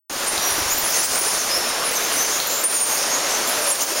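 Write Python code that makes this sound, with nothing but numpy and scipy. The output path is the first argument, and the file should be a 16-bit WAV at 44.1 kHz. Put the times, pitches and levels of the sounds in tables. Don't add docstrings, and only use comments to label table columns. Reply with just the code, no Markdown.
import sys
import numpy as np
from scipy import signal
from scipy.fft import rfft, irfft, next_fast_len
from scipy.io import wavfile
from scipy.ndimage import uniform_filter1d, map_coordinates

SR = 44100
rng = np.random.default_rng(int(sys.argv[2]) if len(sys.argv) > 2 else 0)


def waveform_to_disk(signal):
    frames = np.transpose(np.atleast_2d(signal))
    scaled = np.clip(frames, -1, 1) * 32767
    samples = np.round(scaled).astype(np.int16)
    wavfile.write(sys.argv[1], SR, samples)


N = 176400

# (s, length s, first pitch Hz, last pitch Hz, level dB, overtone dB, rasp 0-1)
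SQUEAKS = [
    (0.265, 0.047, 7980, 9350, -21, -4.5, 0.6), (0.273, 0.026, 10400, 10800, -26, -23, 0.5),
    (0.408, 0.11, 5770, 5780, -25, -16, 0.39), (.487, .06, 9430, 9900, -27, -25, 0.6),
    (0.685, 0.079, 6350, 7270, -25, -9, 0.56), (0.702, 0.053, 15100, 13600, -28.5, -30, .55),
    (0.772, 0.036, 13900, 14100, -22.5, -30, .05), (0.83, 0.065, 10500, 10500, -24.5, -17, 0.4),
    (0.917, .066, 6480, 6400, -26.5, -12, 0.53), (.953, 0.033, 8400, 8700, -25, -25, .2),
    (.977, 0.042, 10050, 10500, -22.5, -28, 0.3), (1.031, 0.043, 7640, 8270, -17, -4, 1),
    (1.138, 0.1, 8180, 9840, -21.5, -18, 0.67), (1.18, 0.022, 18000, 15200, -20, -13, 0.6),
    (1.246, 0.078, 8400, 10030, -25.5, -26, 0.6), (1.381, .05, 7280, 5920, -23.5, -18, .8),
    (1.41, .06, 14000, 13600, -40, -30, .3), (1.495, 0.063, 4950, 5210, -25, -11, 0.3),
    (1.535, 0.052, 5303, 5440, -23.5, -4.5, .25), (1.675, 0.037, 9250, 8930, -27, -25, 0.5),
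    (1.84, 0.065, 9700, 10000, -25.5, -25, 0.6), (1.91, 0.044, 7400, 8300, -26.5, -1, 0.6),
    (1.948, 0.036, 6900, 5870, -23, -7, .95), (2.032, 0.026, 6450, 6330, -25.5, -7, 0.4),
    (2.115, .07, 9200, 9600, -27, -25, 1), (2.162, .095, 6020, 6190, -22.5, -10, 0.46),
    (2.298, 0.1, 6140, 6740, -27, -10, .86), (2.451, 0.17, 6900, 7230, -24.5, -10, 0.72),
    (2.467, 0.017, 14000, 12700, -22.5, -30, 0.9), (2.635, 0.051, 8900, 9400, -11, -10, 0.57),
    (2.739, .048, 9160, 9130, -18, -8, 0.63), (2.75, 0.042, 7170, 6540, -20.5, -9, 0.48),
    (2.801, .05, 9060, 9050, -13.5, -11.5, 0.65), (2.883, .101, 6630, 6430, -26.5, -4, 0.5),
    (3.092, 0.084, 6400, 6680, -23.5, -26, 0.43),
    (3.286, 0.087, 7500, 7850, -27, -17, .6), (3.289, 0.099, 5960, 6164, -27.5, -20, 0.6),
    (3.469, 0.058, 11340, 10150, -27, -34, 1), (3.464, 0.042, 7380, 7500, -26, -4, 0.5),
    (3.603, 0.079, 9460, 9150, -25.5, -27, 0.33),
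    (3.665, 0.063, 10950, 10580, -20.5, -25, 0.64), (3.699, 0.022, 6060, 7550, -19, -10, 0.85),
    (3.71, 0.029, 9230, 8720, -14, -8, 0.67),
    (3.763, 0.022, 15100, 11500, -31, -20, .95), (3.805, 0.038, 5800, 6970, -19.5, -10, 1),
    (3.815, 0.053, 16000, 16400, -18, -20, 0.84)]
SWOOP, EDGE, WAVER, WAVER_RATE = 2.1, 0.53, 0.0145, 160
TRILL_HZ, TRILL_DEPTH, TRILL_SWEEP, RASP_SPREAD = 334, 0.74, 0.04, 0.0607
ECHO_DB, NEAR_DB, DRIER = -3, -22, 0.12
CAVE = [(500, 1.2), (5000, 1.05), (9000, 0.92), (15000, 0.41)]  # (Hz, t60 s)
COLONY_DB, COLONY_LOW_HZ, COLONY_HIGH_HZ = -35, 5400, 7675
# (s, level dB)
FLOW = [(.1, -29.5), (.25, -24), (.5, -23.5), (1.1, -22.5), (1.5, -24.5), (1.85, -23), (2.05, -23.5), (2.6, -23), (2.9, -24), (3.05, -24), (3.3, -23), (3.65, -22.5), (4, -21.5)]
# (Hz, dB per Hz)
RUSH = [(25, -46), (70, -39), (120, -14.5), (180, -11.5), (260, -5), (400, -2), (600, -1), (800, 0), (1200, 0), (2000, -3), (3200, -5), (4500, -5), (7000, -6), (11000, -10.5), (16000, -21)]
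# (s, dB)
CHATTER_LEVEL = [(.1, -34), (.35, -29.5), (.55, -32), (.95, -21), (1.35, -22), (1.65, -33), (1.88, -42), (2.0, -30.5), (2.3, -25.5), (2.6, -28.5), (2.95, -23), (3.22, -29.5), (3.43, -33), (3.65, -26.5), (4, -20.5)]
CHATTER = [(3000, -38), (4300, 1), (5300, 6.5), (6800, 6), (9200, 4.5), (10500, 0), (12000, -12), (15000, -16)]  # (Hz, dB per Hz)
HOLLOW_HZ, HOLLOW_WIDTH_HZ = 582, 87
HOLLOW = [(.1, -44), (1.48, -39), (1.56, -31.5), (1.65, -39), (2.8, -37.5), (3.05, -35), (3.3, -33), (3.45, -40), (3.63, -34), (3.86, -35), (3.96, -28.5)]  # (s, dB)
WINGBEATS = [(0.384, -32), (.523, -31), (.62, -25), (.665, -28), (.73, -34), (.775, -33), (1.06, -35), (1.575, -40)]  # (s, peak dB)
WING_HZ, WING_S = 77, 0.0048
DRAUGHT = [(.1, -62), (.4, -51), (.7, -47), (1.2, -49), (1.8, -58), (2.6, -61), (3.1, -75), (4, -69)]
AIR = [(20, 3.5), (60, 0), (120, 2), (250, -11), (600, -55)]  # (Hz, dB per Hz)
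DRIPS = [(0.3796, 4040, -7, 0.0039), (2.1187, 2890, -13, .006), (2.4013, 4180, -8, 0.0072)]  # (s, Hz, peak dB, t60 s)
SPLASH_DB, SPLASH_HZ = -37.5, 1492
NOTCH_HZ, NOTCH_WIDTH_HZ = 7893, 540
LIMIT_DB, LIMIT_SLOPE, SENSE_HZ, ATTACK_S, RELEASE_S = -16.5, 0.8, 9330, 0.0066, 0.0084
START_S = .097
TOP_HZ = 15850
# (s, length s, first pitch Hz, last pitch Hz, arch Hz, level dB)
TWITTERS = [(0.416, .044, 1900, 1810, 95, -32), (0.456, .042, 1780, 1600, 39.8, -26), (.568, .048, 1620, 1850, 25, -31),
            (1.554, 0.049, 2070, 2050, 60, -36), (2.535, .065, 1990, 2100, 68.6, -36)]
TWITTER_SCRATCH = .014
TWITTER_HZ, TWITTER_WIDTH_HZ = 13160, 3100
# (s, dB)
SIZZLE_LEVEL = [(.1, -33), (.38, -39), (.47, -35), (1.0, -27.5), (1.55, -30), (1.88, -49), (1.96, -32), (2.1, -32.5), (2.42, -27), (2.95, -29.5), (3.26, -41), (3.36, -35), (3.43, -46), (3.5, -30.5), (4, -27)]
CHATTER_PATCHY_DB = 2.3
SIZZLE = [(9500, -29), (12500, -2), (15500, 1)]  # (Hz, dB per Hz)
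# (s, length s, Hz, level dB)
WHISTLES = [(1.55, 0.47, 5460, -36), (3.1, 0.4, 5490, -34.5), (3.642, 0.18, 5600, -33)]
WHISTLE_WIDTH_HZ = 30
# (s, length s, centre Hz, level dB)
SURGES = [(1.797, 0.072, 1130, -29.5), (2.88, .07, 885, -31), (3.136, 0.056, 950, -31), (3.89, 0.052, 393, -31.5)]
SURGE_WIDTH = 0.18
HOOT_S, HOOT_LENGTH_S, HOOT_FIRST_HZ, HOOT_LAST_HZ, HOOT_DB = 3.56, 0.212, 619, 527, -31


def amp(db):
    return 10 ** (np.asarray(db) / 20)


def unit(x):
    return x / np.sqrt(np.mean(x ** 2) + 1e-20)


def along(points, hz):
    f, v = np.transpose(points)
    return np.interp(np.log(hz + 1), np.log(f + 1), v)


def curve(rows):
    return np.interp(np.arange(N) / SR, *np.transpose(rows))


def wobble(rate, size=N):
    return map_coordinates(rng.standard_normal(size // 8 + 8), [np.arange(size) * rate / SR], mode="mirror")


def add(track, s, x):
    part = track[max(0, round(s * SR)):][:len(x)]
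    part += x[:len(part)]


def filtered(x, response):
    m = next_fast_len(N + SR // 2)
    return irfft(rfft(x, m) * response(np.fft.rfftfreq(m, 1 / SR)), m)[:N]


def noise(spectrum, patchy_db):
    z = signal.stft(rng.standard_normal(N), nperseg=512)[2]
    field = uniform_filter1d(uniform_filter1d(rng.standard_normal(z.shape), size=5, axis=0), size=10, axis=1)
    x = signal.istft(z * amp(patchy_db * unit(field)), nperseg=512)[1][:N]
    return unit(filtered(x, lambda hz: amp(along(spectrum, hz))))


def cave(x):
    hz, t, z = signal.stft(rng.standard_normal(SR), SR, nperseg=256)
    tail = signal.istft(z * amp(-60 * t / along(CAVE, hz)[:, None]), SR, nperseg=256)[1]
    return signal.fftconvolve(x, tail / np.linalg.norm(tail))


def squeak(length, first_hz, last_hz, overtone_db, rasp, size=SR // 4):
    u = np.clip(np.arange(size) / SR / length, 0, 1)
    trill = 2 * np.pi * np.cumsum(TRILL_HZ * (1 + 0.14 * wobble(111, size))) / SR
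    hz = last_hz + (first_hz - last_hz) * (1 - u) ** SWOOP
    hz = hz * (1 + WAVER * wobble(WAVER_RATE, size) + rasp * TRILL_SWEEP * np.sin(trill) + rasp ** 2 * RASP_SPREAD * wobble(1808, size))
    phase = 2 * np.pi * np.cumsum(hz) / SR
    pulses = 1 + np.clip(TRILL_DEPTH * rasp, 0, 1) * np.cos(trill)
    tone = np.sin(phase) + amp(overtone_db) * (2 * hz < SR / 2) * np.sin(2 * phase)
    return np.sqrt(2) * unit(pulses) * tone * np.abs(np.sin(np.pi * u)) ** EDGE


def bats():
    out = np.zeros(N)
    for s, length, first_hz, last_hz, db, overtone_db, rasp in SQUEAKS:
        call = amp(db) * squeak(length, first_hz, last_hz, overtone_db, rasp)
        add(out, s, amp(0.5) * call)
        add(out, s, amp(ECHO_DB - DRIER * (db - NEAR_DB)) * cave(call))
    return out


def colony(count=170):
    calls = np.zeros(N)
    for k, (when, pitch, glide, span) in enumerate(rng.random((count, 4))):
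        hz = COLONY_LOW_HZ + pitch * (COLONY_HIGH_HZ - COLONY_LOW_HZ)
        call = squeak(0.0196 + 0.0407 * span, hz * (1 + .25 * (glide - .5)), hz, overtone_db=-13, rasp=0.37, size=SR // 14)
        add(calls, (k + when) / count * N / SR, call)
    far = amp(COLONY_DB) * unit(cave(calls)[:N])
    chatter = amp(curve(CHATTER_LEVEL) - 0.5) * noise(CHATTER, patchy_db=CHATTER_PATCHY_DB)
    return far + chatter + amp(curve(SIZZLE_LEVEL)) * noise(SIZZLE, patchy_db=6.5)


def stream(count=2400):
    t = np.arange(SR // 50) / SR
    splashes = np.zeros(N)
    for when, pitch, size in zip(rng.random(count), rng.standard_normal(count), rng.exponential(1, count)):
        hz = np.clip(SPLASH_HZ * np.exp(.7 * pitch), 300, 12000)
        add(splashes, when * N / SR, amp(4.6 * min(size, 4)) * np.sin(2 * np.pi * hz * t) * np.exp(-hz * t / 4.2))
    rush = amp(curve(FLOW) + 0.34 * wobble(18)) * noise(RUSH, patchy_db=0.75)
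    hollow = unit(filtered(rng.standard_normal(N), lambda hz: 1 / (1 + ((hz - HOLLOW_HZ) / HOLLOW_WIDTH_HZ) ** 2)))
    return rush + amp(SPLASH_DB) * unit(splashes) + amp(curve(HOLLOW)) * hollow


def wings():
    out = amp(curve(DRAUGHT) + 1.8 * wobble(24.7)) * noise(AIR, patchy_db=3)
    t = np.arange(-SR // 20, SR // 20) / SR
    for s, db in WINGBEATS:
        add(out, s + t[0], -amp(db) * np.sin(2 * np.pi * WING_HZ * t) * np.exp(-np.abs(t) / WING_S))
    return out


def drips():
    out, t = np.zeros(N), np.arange(SR // 20) / SR
    for s, hz, db, t60 in DRIPS:
        add(out, s, amp(db - 60 * t / t60) * (np.sin(2 * np.pi * hz * t) + 0.33 * rng.standard_normal(len(t))))
    return out + amp(2) * cave(out)[:N]


def twitters(size=SR // 10):
    out = np.zeros(N)
    for s, length, first_hz, last_hz, arch_hz, db in TWITTERS:
        u = np.clip(np.arange(size) / SR / length, 0, 1)
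        arch = np.abs(np.sin(np.pi * u))
        hz = (first_hz + (last_hz - first_hz) * u + arch_hz * arch) * (1 + TWITTER_SCRATCH * wobble(1260, size))
        partials = np.arange(5, 10)[:, None] * hz
        tone = np.sin(2 * np.pi * np.cumsum(partials, axis=1) / SR) / (1 + ((partials - TWITTER_HZ) / TWITTER_WIDTH_HZ) ** 2)
        add(out, s, amp(db) * unit(tone.sum(axis=0)) * arch ** EDGE)
    return out + amp(-5) * cave(out)[:N]


def swell(length, hz, width_hz, size=SR * 3 // 4):
    t = np.arange(size) / SR
    band = irfft(rfft(rng.standard_normal(size)) / (1 + ((np.fft.rfftfreq(size, 1 / SR) - hz) / width_hz) ** 2), size)
    return unit(band) * np.abs(np.sin(np.pi * np.clip(t / length, 0, 1))) ** EDGE


def swells():
    out = np.zeros(N)
    for s, length, hz, db in WHISTLES:
        add(out, s, amp(db) * swell(length, hz, WHISTLE_WIDTH_HZ))
    for s, length, hz, db in SURGES:
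        add(out, s, amp(db) * swell(length, hz, SURGE_WIDTH * hz))
    u = np.clip(np.arange(SR // 2) / SR / HOOT_LENGTH_S, 0, 1)
    phase = 2 * np.pi * np.cumsum(HOOT_FIRST_HZ + (HOOT_LAST_HZ - HOOT_FIRST_HZ) * u) / SR
    add(out, HOOT_S, amp(HOOT_DB) * np.sqrt(2) * np.sin(phase) * np.abs(np.sin(np.pi * u)) ** EDGE)
    return out


def scene():
    mono = stream() + colony() + bats() + twitters() + wings() + drips() + swells()
    return np.array([mono, mono])


def lagged(x, seconds):
    k = np.exp(-1 / (seconds * SR))
    return signal.lfilter([1 - k], [1, -k], x)


def record(dry):
    x = filtered(dry.mean(axis=0), lambda hz: (NOTCH_HZ ** 2 - hz ** 2) / (NOTCH_HZ ** 2 - hz ** 2 + 2j * hz * NOTCH_WIDTH_HZ))
    sensed = filtered(x, lambda hz: np.sqrt(.5 + (hz / SENSE_HZ) ** 4))
    over_db = np.maximum(10 * np.log10(lagged(sensed ** 2, ATTACK_S) + 1e-12) - LIMIT_DB, 0)
    duck_db = LIMIT_SLOPE * np.maximum(lagged(over_db, 0.0064), lagged(over_db, RELEASE_S))
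    out = filtered(x * amp(-duck_db) * (np.arange(N) / SR > START_S), lambda hz: hz < TOP_HZ)
    return np.array([out, out])


dry = scene()
out = record(dry)
waveform_to_disk(out)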